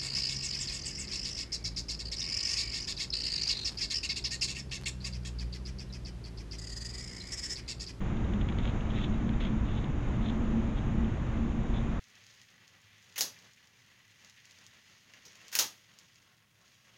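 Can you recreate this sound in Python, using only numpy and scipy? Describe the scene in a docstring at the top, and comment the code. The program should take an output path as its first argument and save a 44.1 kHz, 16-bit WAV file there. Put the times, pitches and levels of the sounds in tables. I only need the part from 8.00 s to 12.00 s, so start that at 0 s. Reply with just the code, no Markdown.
"""Quick sniffs over a low rumble: two hedgehogs circle each other on a patio at night.
Short puffs of air ring in the nose of one, mixed with longer, fluttering huffs.
Dry ticks, likely claws and spines on the paving, fall among the breaths; both have a weak echo.
Behind them a hollow drone swells and fades, over a faint rustle and the soft hiss
of the night air and a trail camera a few metres away."""
import sys
import numpy as np
from scipy import signal
from scipy.fft import rfft, irfft
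from scipy.io import wavfile
from scipy.ndimage import uniform_filter1d

SR = 44100
rng = np.random.default_rng(int(sys.argv[2]) if len(sys.argv) > 2 else 0)


def store_wav(level_fs):
    """Save 16-bit WAV to argv[1]."""
    pcm = np.round(np.clip(np.atleast_2d(level_fs), -1, 1) * 32767)
    wavfile.write(sys.argv[1], SR, pcm.T.astype(np.int16))


N = 176400
T = np.arange(N) / SR


# One row per sniff: peak t/s, relative level/dB, half length/s, open-nostril level/dB, pitch f/Hz
SNIFFS = [(0.172, -47, 0.0046, -10, 3500), (0.248, -48, 0.0035, -8, 3540), (.338, -43.5, 0.004, -1, 3470),
          (0.415, -42, 0.007, -2, 3480), (0.49, -42.5, 0.0048, 3, 3140), (0.5, -44, .003, 5, 3200),
          (.526, -51, 0.0047, 1, 3400), (0.586, -39, 0.0021, -6, 3170), (0.598, -47.5, 0.0094, 3, 3600),
          (0.648, -45, 0.0024, 3, 3120), (0.677, -38, 0.0023, -3, 3300), (0.697, -45, 0.0035, -12, 3550),
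          (.81, -45, .0044, -8, 3020), (0.907, -40.5, 0.006, -16, 3300), (.92, -41.5, 0.0026, -15, 2950),
          (0.962, -42, 0.0046, -6, 3470), (.977, -41, 0.0059, 0, 2830), (.988, -37.5, 0.0033, -6, 3220),
          (1.014, -39, .0035, -9, 2820), (1.044, -32, 0.0047, -11, 3370), (1.143, -48, .005, 4, 3650),
          (1.34, -48, .004, -1, 3600), (1.416, -45.5, .006, 1, 3619), (1.455, -40, 0.005, -2, 3080),
          (1.685, -46, .006, -7, 2880), (1.723, -52, .004, -5, 3400), (1.778, -44, .005, -14, 3350),
          (1.844, -40.5, .0029, -10, 3470), (2.261, -40, 0.0047, -15, 3664),
          (2.287, -39, 0.0044, -18, 3509), (2.3, -37.5, 0.0039, -9, 3460),
          (2.787, -43.5, 0.0061, -10, 3350), (3.049, -47.5, 0.0038, -11, 3320),
          (3.784, -49, 0.0046, -10, 3550)]
# Where the nose rings in a sniff: multiple of the pitch, width/Hz, level/dB
SNIFF_NOSE = [(.86, 700, -7), (1, 380, 2), (1.09, 492, -10.5)]
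# The lower rings of open nostrils: f/Hz, width/Hz, level/dB
SNIFF_OPEN = [(1290, 500, -8), (2030, 670, 4)]

def sniffs():
    """Each sniff is a tiny puff through the nose at its own pitch; wider nostrils add lower sound."""
    tail_db, tail_s = -13, 0.0068
    out = np.zeros(N)
    for peak, db, half, open_db, pitch in SNIFFS:
        near = np.abs(T - peak) < .08
        age = T[near] - peak
        rings = [(multiple * pitch, width, ring_db) for multiple, width, ring_db in SNIFF_NOSE]
        air = nose(rings, len(age)) + from_db(open_db) * nose(SNIFF_OPEN, len(age))
        puff = np.exp(-np.minimum((age / half) ** 2, 20))
        tail = (age > 0) * from_db(tail_db) * np.exp(-np.abs(age) / tail_s)
        out[near] += from_db(db - 7) * np.maximum(puff, tail) * air
    return out


# One row per huff: start t/s, rise/s, length/s, level/dB, relative open-nostril level/dB, swell/dB
HUFFS = [(0.612, 0.015, 0.085, -54.5, 5, 2), (0.929, 0.015, 0.12, -48, 1, 8),
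         (1.401, 0.004, 0.073, -51.5, 6, -1), (1.637, 0.025, 0.16, -57, -5, 1.5),
         (2.201, 0.017, 0.095, -54, -1, 5), (2.744, 0.025, 0.042, -56.5, -6, 8),
         (3.732, 0.0091, 0.057, -54, -9, 1)]
# Where the nose rings in a huff: f/Hz, width/Hz, level/dB
HUFF_NOSE = [(2850, 700, -5.5), (3530, 460, 2)]
# The lower rings of open nostrils: f/Hz, width/Hz, level/dB
HUFF_OPEN = [(1110, 790, -0.5), (1900, 320, -5.5), (2470, 280, -1)]

def huffs():
    """A huff is a longer breath that usually swells, flutters in the nostrils and stops quickly."""
    release_s, flutter_db = 0.015, 2
    nasal, opened = nose(HUFF_NOSE), nose(HUFF_OPEN)
    out = 0
    for start, rise, length, db, open_db, swell_db in HUFFS:
        age = T - start
        flow = np.clip(age / rise, 0, 1) * np.exp(-np.maximum(age - length, 0) / release_s)
        push_db = swell_db * (np.clip(age / length, 0, 1) - 1)
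        air = nasal + from_db(open_db - 6.5) * opened
        out += flow * from_db(db + push_db) * air
    return out * from_db(flutter_db * np.clip(drift(130), -2, 2))


# A faint, high fizz that the recorder adds to every breath: f/Hz, width/Hz, level/dB
RECORDER_FIZZ = [(5200, 850, -10.5), (6550, 430, -2)]

def nose(rings, size=N):
    """An even stream of air rings in the nose; the recorder adds a faint, high fizz."""
    air = cut_treble(ringing_noise(rings, size), hz=3880, order=8)
    loudness = np.sqrt(uniform_filter1d(air ** 2, size=260) + 1e-9)
    return air / loudness + from_db(-22) * ringing_noise(RECORDER_FIZZ, size)


# Dry ticks, likely claws and spines on paving: t/s, relative level/dB, body level against the top/dB
TICKS = [(.336, -38, -5), (.4115, -34, -1), (.488, -31.5, -4), (.524, -35.5, -2), (.5865, -29.5, -5),
         (.594, -38, 3), (.654, -30, 1), (0.677, -37, -5), (.697, -36, -8), (.987, -31, 1),
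         (1.046, -39, -7), (1.1265, -40, 1), (1.2924, -31.5, -4), (1.4062, -33, 1.5), (1.414, -36, 4),
         (1.438, -36, -2), (1.4502, -27.5, -4), (1.841, -35, -8), (2.299, -42, 3), (3.046, -39, -8)]
# The lower body of a tick: f/Hz, width/Hz, level/dB
TICK_BODY = [(1200, 1300, -5), (2200, 662, 0.5)]
# The bright top of a tick: f/Hz, width/Hz, level/dB
TICK_TOP = [(3080, 450, -1), (3500, 560, -1)]

def ticks():
    """Each tick is one sharp touch and a tiny scrape that dies in a few milliseconds."""
    decay_s = 0.0021
    scrape = from_db(-22.5) * rng.standard_normal(N)
    top, body = 0, 0
    for start, db, body_db in TICKS:
        force = (T > start) * scrape * np.exp(-np.minimum(np.abs(T - start) / decay_s, 20))
        force[int(start * SR)] = 1  # the first touch
        top += from_db(db) * force
        body += from_db(db + body_db) * force
    ringing = struck(body, TICK_BODY) + struck(top, TICK_TOP)
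    return from_db(23) * cut_treble(ringing, hz=4300, order=6)


def patio_echo(sound, delay_s=0.019, echo_db=-18):
    """The sound bounces off nearby boxes and a wall, adding one weak, quick echo."""
    return sound + from_db(echo_db) * np.interp(T - delay_s, T, sound, left=0)


# How the drone moves: t/s, level/dB, pitch f/Hz
DRONE_PATH = [(0, -59, 227.3), (0.171, -34, 226.3), (.25, -50, 219.8), (.35, -31, 216.7), (.46, -45, 220.3),
              (.58, -37.5, 228), (.68, -49, 224), (1.07, -35.5, 216.8), (1.14, -45, 220),
              (1.301, -33, 226.2), (1.42, -45, 225.2), (1.55, -32.5, 222.2), (1.691, -54, 225),
              (2.02, -49, 227.7), (2.17, -37, 225.7), (2.46, -35, 225.7), (2.59, -28.5, 227.4),
              (2.7, -45.5, 229.2), (2.8, -48, 228.1), (2.88, -36, 226.9), (3.03, -32, 224), (3.2, -50, 222),
              (3.35, -41.5, 227), (3.45, -32.5, 229), (3.521, -43, 228.9), (3.58, -32, 231),
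              (3.68, -42, 226.8), (3.87, -39, 223), (4, -56, 227)]
# A hollow rush that swells with it: f/Hz, width/Hz, level/dB
DRONE_RUSH = [(189.5, 21, 1.5), (293, 12, -11), (345, 50, -10.5)]

def drone():
    """A hollow, wavering tone swells, fades and wanders a little in pitch."""
    times, db, hz = np.transpose(DRONE_PATH)
    base_hz, width_hz = 229.7, 10.5
    tone = signal.hilbert(ringing_noise([(base_hz, width_hz, 0)]))
    evened = tone / (np.abs(tone) + 0.089)  # irons out most of the random swings in loudness
    bend = np.exp(2j * np.pi * np.cumsum(np.interp(T, times, hz) - base_hz) / SR)
    hum = rms_one((evened * bend).real)  # the tone, slid to the pitch in the table
    rush = from_db(-7.5) * ringing_noise(DRONE_RUSH)
    return (hum + rush) * from_db(np.interp(T, times, db))


# How loud the rustle is: t/s, level/dB
RUSTLE_LEVEL = [(0, -52.5), (.85, -55.5), (1.0, -53), (1.15, -56.5), (1.38, -54), (1.43, -53), (1.52, -54),
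                (1.95, -55), (2.25, -52), (2.6, -54), (3.2, -54), (3.37, -50), (3.48, -63), (3.9, -52)]
# The pitches it gathers around: f/Hz, width/Hz, level/dB
RUSTLE_BANDS = [(670, 420, 1), (1078, 410, 1.5), (1830, 660, -5.5)]

def rustle():
    """A faint rustle, neither deep nor high, comes and goes under the hiss."""
    times, db = np.transpose(RUSTLE_LEVEL)
    return from_db(np.interp(T, times, db)) * ringing_noise(RUSTLE_BANDS)


# The rumble's strength from low to high: f/Hz, relative level/dB
RUMBLE_SHAPE = [(12, -3.5), (27, 4.5), (38, 0.5), (55, 1.5), (78, -2), (108, -3), (130, -3), (165, -16.5),
                (205, -15), (270, -17), (345, -15), (400, -23.5), (600, -72)]
# Hollow rings in the rumble: f/Hz, width/Hz, level/dB
HOLLOW_RINGS = [(48.6, 12.4, 5.5), (114.9, 24.7, -0.5), (151.7, 8.1, 0.5), (189.7, 21.7, -1),
                (216.7, 18.2, -1), (253.9, 8.1, -4.5), (290.8, 8.3, -4.5)]

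def rumble():
    """Deep, steady noise with a few hollow rings in it."""
    return from_db(-32) * shaped_noise(RUMBLE_SHAPE) + from_db(-35) * ringing_noise(HOLLOW_RINGS)


# The hiss's strength from low to high: f/Hz, relative level/dB
HISS_SHAPE = [(150, -0.5), (450, 2.5), (750, -2), (1200, -6.5), (2000, -10.5), (2800, -14.5), (3400, -17.5),
              (3750, -18.5), (4100, -27), (4600, -30.5), (5200, -32), (6000, -26.5), (6700, -23),
              (7150, -25.5), (7600, -42), (9000, -41.5), (10200, -50.5), (11200, -68)]

def hiss():
    """The night air and the camera make a smooth hiss that wavers very slightly."""
    return from_db(-44.5 + 0.5 * drift(2.3)) * shaped_noise(HISS_SHAPE)


def from_db(db):
    """Turn decibels into a number to multiply a sound by."""
    return 10 ** (np.asarray(db) / 20)


def rms_one(sound):
    """Scale a sound so that its average strength (rms) is 1."""
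    return sound / np.sqrt(np.mean(sound ** 2) + 1e-20)


def drift(rate_hz):
    """A smooth random wobble of strength 1; a higher rate wobbles faster."""
    step, warm_up = 40, 2000
    r = np.exp(-2 * np.pi * step * rate_hz / SR)
    noise = rng.standard_normal(N // step + warm_up + 2)
    slow = signal.lfilter([1], [1, -2 * r, r * r], noise)[warm_up:]
    return np.interp(np.arange(N) / step, np.arange(len(slow)), rms_one(slow))


def shaped_noise(shape):
    """Steady noise of strength 1 with the given balance of low and high."""
    hz, db = np.transpose(shape)
    f = np.maximum(np.arange(N // 2 + 1) * SR / N, 1)
    gain = from_db(np.interp(np.log(f), np.log(hz), db))
    return rms_one(irfft(rfft(rng.standard_normal(N)) * gain, N))


def ringing_noise(rings, size=N):
    """Noise of strength 1 gathered around a few pitches; a narrower ring is more like a tone."""
    out = 0
    for hz, width, db in rings:
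        r = np.exp(-np.pi * width * np.sqrt(2) / SR)
        gain = (1 - r * r) / 2
        band = [gain, 0, -gain, 1, -2 * r * np.cos(2 * np.pi * hz / SR), r * r]
        noise = rng.standard_normal(size + SR)  # one extra second lets the ring build up
        out += from_db(db) * signal.sosfilt([band, band], noise)[SR:]
    return rms_one(out)


def struck(force, rings):
    """A knock sets several pitches ringing at once, every second one flipped upside down."""
    out = 0
    for k, (hz, width, db) in enumerate(rings):
        r = np.exp(-np.pi * width / SR)
        feedback = [1, -2 * r * np.cos(2 * np.pi * hz / SR), r * r]
        ring = (1 - r * r) / 2 * signal.lfilter([1, 0, -1], feedback, force + 1e-18)
        out += (-1) ** k * from_db(db) * ring
    return out


def cut_treble(sound, hz, order):
    """Turn down everything above hz; a higher order cuts more sharply."""
    return signal.sosfilt(signal.butter(order, hz, fs=SR, output="sos"), sound)


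def scene():
    """The hedgehogs over the night background, in one channel."""
    hedgehogs = patio_echo(sniffs() + huffs() + ticks())
    return (hedgehogs + rustle() + drone() + rumble() + hiss())[None]


def record(dry):
    """The sound fades in and out very quickly, and the camera cuts the highest treble."""
    fade_s, cutoff_hz = .008, 10600
    fade = np.clip(np.minimum(T, T[-1] - T) / fade_s, 0, 1)
    return signal.sosfilt(signal.ellip(10, .1, 80, cutoff_hz, fs=SR, output="sos"), dry * fade)


dry = scene()
out = record(dry)
store_wav(out)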